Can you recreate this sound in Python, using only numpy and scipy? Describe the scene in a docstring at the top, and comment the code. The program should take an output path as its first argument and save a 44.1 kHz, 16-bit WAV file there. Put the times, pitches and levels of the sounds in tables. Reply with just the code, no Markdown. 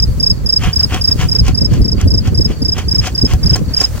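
"""A meadow, with a breeze buffeting the stereo microphone from the start and now and then overloading it.
Close by, a field cricket chirps with four wing strokes at a time; a second one sings far off.
After half a second a bee smoker starts, pumped about four times a second: air rushes through the can
and its nozzle, the bellows snap as they close and rustle as they refill."""
import sys
import numpy as np
from scipy import signal
from scipy.fft import rfft, irfft
from scipy.io import wavfile
from scipy.ndimage import uniform_filter1d, minimum_filter1d

SR = 44100
rng = np.random.default_rng(int(sys.argv[2]) if len(sys.argv) > 2 else 0)


def int16_out(signal):
    """Quantize to a 16-bit WAV file."""
    q = np.round(np.clip(np.atleast_2d(signal).T, -1, 1) * 32767)
    wavfile.write(sys.argv[1], SR, q.astype(np.int16))


N = 176400
T = np.arange(N) / SR

# likeness of left and right at the microphone, for the smoker and the open air: f/Hz, correlation
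SMOKER_LIKENESS = [(500, 0.99), (3000, 0.87), (6000, 0.3), (10000, 0.1)]
AIR_LIKENESS = [(200, -0.85), (600, 0.83), (1500, -0.14), (4000, 0.28), (6000, 0.13), (15000, -0.24)]


def from_db(db):
    """Decibels to gain."""
    return 10 ** (np.asarray(db) / 20)


def rms_one(x):
    """Scale to rms 1."""
    return x / np.sqrt(np.mean(x ** 2) + 1e-20)


def at_hz(points, hz):
    """Read a table on a log-frequency axis."""
    f, values = np.transpose(points)
    return np.interp(np.log(hz + 1e-3), np.log(f), values)


def in_time(rows):
    """Each column of a curve at every sample."""
    times, *columns = np.transpose(rows)
    return [np.interp(T, times, column) for column in columns]


def pan(db):
    """Gains of the two channels; positive is right."""
    return from_db(np.array([[-db], [db]]))


def drift(hz):
    """Random wander of rms 1, mostly slower than hz."""
    f = np.fft.rfftfreq(N, 1 / SR)
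    return rms_one(irfft(rfft(rng.standard_normal(N)) / (1 + (f / hz) ** 2), N))


def noise(spectrum, likeness):
    """Stereo noise of a given colour and left-right likeness, rolled off below its first point; rms 1."""
    f = np.fft.rfftfreq(N, 1 / SR)
    mid, side = rfft(rng.standard_normal((2, N)))
    alike = np.clip(at_hz(likeness, f), -.99, .99)
    gain = from_db(at_hz(spectrum, f)) * np.minimum(f / spectrum[0][0], 1) ** 2
    stereo = np.sqrt(1 + alike) * mid + np.sqrt(1 - alike) * side * [[1], [-1]]
    return rms_one(irfft(gain * stereo, N))


def delay(x, s):
    """Delay by s seconds, to a fraction of a sample."""
    f = np.fft.rfftfreq(2 * N, 1 / SR)
    return irfft(rfft(x, 2 * N) * np.exp(-2j * np.pi * f * s), 2 * N)[..., :N]


def swell(s, rise, fall):
    """A rounded swell and fade around a moment; all in seconds."""
    return np.exp(-.5 * np.abs((T - s) / np.where(T < s, rise, fall) * 1.305) ** 1.82)


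def meadow():
    """Distant outdoor air under a fine, restless hiss a little to the right."""
    # colours of the air and the hiss: f/Hz, relative level/dB
    air_colour = [(100, -15), (500, 6), (700, -5.5), (1500, -7), (3600, -18), (4600, -13.5), (7500, -15.5),
                  (9000, -28), (15500, -21)]
    hiss_colour = [(4200, -4), (5800, -1), (7800, -2), (8800, -1.5), (11500, -8), (15500, -1)]
    # course of the hiss: t/s, level/dB
    hiss_curve = [(.05, -44), (.28, -42.5), (.4, -51), (.7, -40), (1.25, -38), (1.55, -52), (2.55, -47.5),
                  (2.9, -45.5), (3.3, -42.5), (3.65, -45), (4, -36.5)]
    hiss_db, = in_time(hiss_curve)
    hiss = from_db(hiss_db + .52 * drift(60)) * noise(hiss_colour, AIR_LIKENESS)
    return from_db(-38) * noise(air_colour, AIR_LIKENESS) + hiss * pan(db=3)


def wind():
    """A lumpy breeze on the microphone and single buffets, each a low rumble with a shorter flutter."""
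    # steady breeze and single buffets: t/s, relative rumble level/dB, relative flutter level/dB
    breeze = [(0, -14, -32.5), (.55, -24.5, -37.5), (1, -16.5, -34), (1.7, -15, -25.5), (2.4, -16, -26),
              (2.75, -20, -33), (3.15, -21, -30), (3.6, -19, -27), (3.8, -22.5, -40)]
    buffets = [(0.096, -11.5, -27.5), (0.324, -12, -28.5), (0.45, -12.5, -32), (0.606, -12, -29.5),
               (0.675, -7.5, -23), (1.245, -12.5, -29), (1.413, -6.5, -23), (1.492, -10.5, -19),
               (1.626, -12, -13.5), (1.729, -7.5, -20), (1.81, -3.5, -14.5), (1.948, -31, -19),
               (2.066, -3, -10.5), (2.146, -11.5, -17.5), (2.275, -10, -27), (2.4, -4.5, -18),
               (2.507, -15, -17), (2.625, -14, -16.5), (2.877, -16, -27), (2.992, -10, -22.5),
               (3.242, -11, -14), (3.34, -4.5, -40), (3.454, -7, -27), (3.527, -9, -16), (3.62, -13.5, -21),
               (3.956, -24.5, -30)]
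    # colours of rumble and flutter: f/Hz, relative level/dB
    rumble_colour = [(12, -20), (25, -8), (45, 1), (65, 3.5), (110, 0), (170, -9), (260, -27), (500, -59.5)]
    flutter_colour = [(90, -11.5), (160, 1), (250, -1.5), (350, -9.5), (500, -15.5), (700, -31.5),
                      (1200, -42.5), (3000, -89)]
    # likeness of left and right: f/Hz, correlation
    likeness = [(30, 0.3), (400, 0.15)]
    rumble_db, flutter_db = in_time(breeze)
    lumps = np.array([drift(38), drift(32)])
    rumble = from_db(rumble_db + 1 + 2.4 * lumps)
    flutter = from_db(flutter_db + 2 + 5.4 * lumps)
    thumps = sum(from_db(db + 2.5) * swell(s, rise=.02, fall=.02) for s, db, _ in buffets)
    slaps = sum(from_db(db + 6) * swell(s, rise=.0089, fall=.0089) for s, _, db in buffets)
    return (np.hypot(rumble, thumps) * noise(rumble_colour, likeness)
            + np.hypot(flutter, slaps) * noise(flutter_colour, likeness))


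def wing_strokes(strokes):
    """Each stroke is a near-pure tone that sags as the wing slows; returns the tone and its envelope."""
    attack_s, release_s, jitter_hz = .0045, .007, 24
    top_at = .26  # share of the stroke at which the pitch peaks
    pitch = np.full(N, float(strokes[0][2]))
    envelope, second_gain = np.zeros((2, N))
    for s, db, hz, length, sag_hz, second_db in strokes:
        on = (T >= s) & (T < s + length)
        t = T[on] - s
        pitch[on] = hz - sag_hz * ((t / length - top_at) / (1 - top_at)) ** 2
        attack = np.sin(np.pi / 2 * np.minimum(t / attack_s, 1))
        release = np.sin(np.pi / 2 * np.minimum((length - t) / release_s, 1)) ** 2
        envelope[on] = from_db(db) * attack * release
        second_gain[on] = from_db(second_db)
    phase = 2 * np.pi * np.cumsum(pitch + jitter_hz * drift(550)) / SR
    tone = np.sin(phase) + second_gain * np.sin(2 * phase) + from_db(-36) * np.sin(3 * phase)
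    return tone * envelope * from_db(.9 * drift(300)), envelope


def grass(x, t60):
    """Slope and grass scatter a sound into a stereo tail that falls 60 dB in t60 seconds."""
    t = T[:SR]
    tail = rng.standard_normal((2, len(t))) * from_db(-60 * t / t60)
    return signal.fftconvolve(x[None], tail / np.sqrt(np.sum(tail ** 2) / 2), axes=1)[:, :N]


def near_cricket():
    """Close by: four strokes a chirp, each with a tick as the wings engage and a faint rasp."""
    # chirps: t/s, level/dB
    chirps = [(-.077, -8.5), (0.198, -6), (0.46, -6.5), (0.729, -7), (1.011, -6.5), (1.285, -8.5),
              (1.545, -10), (1.815, -14.5), (2.074, -12), (2.345, -11), (2.618, -10.5), (2.882, -8.5),
              (3.148, -9.5), (3.43, -8.5), (3.736, -6.5)]
    # strokes within a chirp: t/s, length/s
    stroke_times = [(0, .018), (.0295, .0215), (.064, .0215), (.1005, .0225)]
    # their tones: relative level/dB, top f/Hz, sag/Hz, second harmonic/dB
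    stroke_tones = [(-4.5, 5070, 250, -22), (0.5, 5175, 340, -36), (1.5, 5192, 350, -40.5),
                    (1.5, 5207, 370, -41)]
    # colour of the rasp: f/Hz, relative level/dB
    rasp_colour = [(4600, -13), (5800, 5), (8500, -7.5), (12000, -7.5), (15500, -15)]
    # ground echo, left and right: delay/s; level/dB
    echo_s = [.00694, .00701]
    echo_db = [-11.5, -14]
    strokes = []
    for s, chirp_db in chirps:
        for (after, length), (db, hz, sag_hz, second_db) in zip(stroke_times, stroke_tones):
            hz += 10 * rng.standard_normal()
            sag_hz += 70 * rng.standard_normal()
            strokes.append((s + after, chirp_db + db, hz, length, sag_hz, second_db))
    tone, envelope = wing_strokes(strokes)
    direct = np.array([tone, delay(tone, s=.000078)])
    echo = np.array([from_db(db) * delay(x, s) for x, s, db in zip(direct, echo_s, echo_db)])
    ticks = np.zeros(N)
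    for s, db, *_ in strokes:
        near = np.abs(T - s) < .01
        ticks[near] += from_db(db + 2 * rng.standard_normal()) * np.exp(-np.abs(T[near] - s) / .0015)
    rasp = noise(rasp_colour, AIR_LIKENESS) * (from_db(-34.5) * envelope + from_db(-22) * ticks)
    stem_scatter = from_db(-17) * grass(tone, t60=.06)  # stems right around the cricket
    grass_scatter = from_db(-21) * grass(tone, t60=.11)
    return (direct + echo + stem_scatter + grass_scatter + rasp) * pan(db=1.45)


def far_cricket():
    """Far off: a lower, fainter song, three strokes a chirp, wavering on its way through the air."""
    # chirps: t/s
    chirps = [0.032, 0.292, .527, .82, 1.119, 1.407, 1.696, 1.929, 2.202, 2.52, 2.802, 3.109, 3.382, 3.645,
              3.955]
    step_s, length_s, sag_hz, second_db = .035, .024, 420, -40
    strokes = []
    for s in chirps:
        for k in range(3):
            db = -39 + 2.1 * rng.standard_normal()
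            hz = 4604 + 55 * rng.standard_normal()
            strokes.append((s + k * step_s, db, hz, length_s, sag_hz, second_db))
    tone, _ = wing_strokes(strokes)
    return np.array([tone, delay(tone, s=.00006)]) + from_db(-2) * grass(tone, t60=.6)


def can(drive):
    """Turbulence of a given strength rings the air in the smoker's can."""
    # air resonances of can and nozzle: f/Hz, width/Hz, relative level/dB
    resonances = [(743.5, 30, 7.5), (1080, 30, 1.5), (1393, 110, -4.5), (1676, 30, -3), (1936, 95, -6.5),
                  (2270, 160, -10.5), (2520, 33, -13), (2820, 33, -17), (3070, 37, -26.5)]
    turbulence = noise([(300, 0), (5000, 0)], SMOKER_LIKENESS) * drive + 1e-18
    ring, power = 0, 0
    for hz, width, db in resonances:
        radius = np.exp(-np.pi * width / SR)
        forward = (1 - radius ** 2) / 2 * np.array([1, 0, -1])
        feedback = [1, -2 * radius * np.cos(2 * np.pi * hz / SR), radius ** 2]
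        ring += from_db(db) * signal.lfilter(forward, feedback, turbulence)
        power += from_db(db) ** 2 * np.pi * width / SR
    return ring / np.sqrt(power)


def smoker():
    """Each squeeze drives a rush through the can with a crinkly hiss; the bellows snap shut and refill."""
    # squeezes: peak t/s, rush level/dB, hiss level/dB, rise/s, fall/s
    puffs = [(0.647, -21.5, -31, 0.028, 0.046), (0.945, -21.5, -31, .032, 0.035),
             (1.216, -23.5, -29, 0.026, 0.035), (1.476, -28, -31, 0.027, 0.03),
             (1.745, -32.5, -37, 0.033, .036), (2.011, -31, -37, 0.024, 0.028),
             (2.268, -31, -37, 0.024, 0.024), (2.513, -34.5, -38, 0.029, 0.026),
             (2.787, -27, -35, 0.028, .034), (3.065, -24, -26.5, 0.035, 0.025),
             (3.322, -28, -32, 0.042, 0.022), (3.561, -32.5, -33.5, 0.048, .028),
             (3.817, -30.5, -26, 0.04, 0.043)]
    # bellows closing: t/s, level/dB, decay/s
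    snaps = [(0.636, -21, .004), (.944, -12.5, 0.0035), (1.214, -21.5, 0.0034), (1.4816, -13, 0.0027),
             (1.737, -20, .003), (2.013, -16, 0.0024), (2.274, -24.5, 0.0058), (2.781, -20, 0.01),
             (3.071, -13, 0.0038), (3.336, -14.5, 0.0028), (3.558, -15, 0.0062), (3.812, -15.5, 0.0096)]
    # bellows refilling: t/s, level/dB
    refills = [(.815, -33.5), (1.098, -34.5), (1.36, -35), (1.62, -44), (2.13, -64), (2.66, -47),
               (2.945, -39.5), (3.2, -39.5), (3.458, -35), (3.72, -37.5), (3.96, -34)]
    # colours of the four noises: f/Hz, relative level/dB
    rush_colour = [(300, 6), (600, -6), (1000, 3), (2000, 2), (2600, 4), (3250, 6), (3650, -5.5),
                   (4600, -20), (8000, -23)]
    hiss_colour = [(2500, -23), (4000, -6), (4800, 0.5), (6200, 0.5), (7800, -6), (8700, -17),
                   (11000, -16.5), (15500, -42)]
    snap_colour = [(300, 11), (1000, -5), (2600, -9.5), (3800, -10.5), (5500, 3), (7500, -2), (8800, -13),
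                   (11000, -20.5), (15500, -11.5)]
    refill_colour = [(300, 11), (800, 3.5), (1800, 3), (3000, -3), (4000, -5), (6500, -3), (9000, -16),
                     (15500, -11)]
    # envelopes, each roughened by a random flicker
    rush = sum(from_db(db) * swell(s, rise, fall) for s, db, _, rise, fall in puffs)
    rush *= from_db(1.7 * drift(160))
    hiss = sum(from_db(db) * swell(s, rise, fall) for s, _, db, rise, fall in puffs)
    hiss *= from_db(2.2 * drift(200))
    snap = sum(from_db(db) * (T >= s) * np.exp(-np.abs(T - s) / decay) for s, db, decay in snaps)
    snap *= from_db(3.4 * drift(810))
    refill = sum(from_db(db) * swell(s, rise=.035, fall=.035) for s, db in refills)
    refill *= from_db(2.3 * drift(76))
    airflow = rush * noise(rush_colour, SMOKER_LIKENESS) + refill * noise(refill_colour, SMOKER_LIKENESS)
    ring = can(from_db(-9.5) * rush + from_db(-7.5) * snap)
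    crinkle = hiss * noise(hiss_colour, SMOKER_LIKENESS) + snap * noise(snap_colour, SMOKER_LIKENESS)
    left, right = (airflow + ring) * pan(db=-.5) + crinkle
    return np.array([left, delay(right, s=.000068)])  # reaches the right channel later


def scene():
    """All sources at the microphone."""
    return meadow() + wind() + near_cricket() + far_cricket() + smoker()


def record(dry):
    """A fast limiter holds the strongest gusts at full scale; the top is cut."""
    window_samples, cutoff_hz = 201, 15850
    gain = minimum_filter1d(1 / np.maximum(np.abs(dry), 1), window_samples, axis=1)
    limited = dry * uniform_filter1d(gain, window_samples, axis=1)
    return signal.sosfilt(signal.ellip(12, .1, 80, cutoff_hz, fs=SR, output="sos"), limited)


dry = scene()
out = record(dry)
int16_out(out)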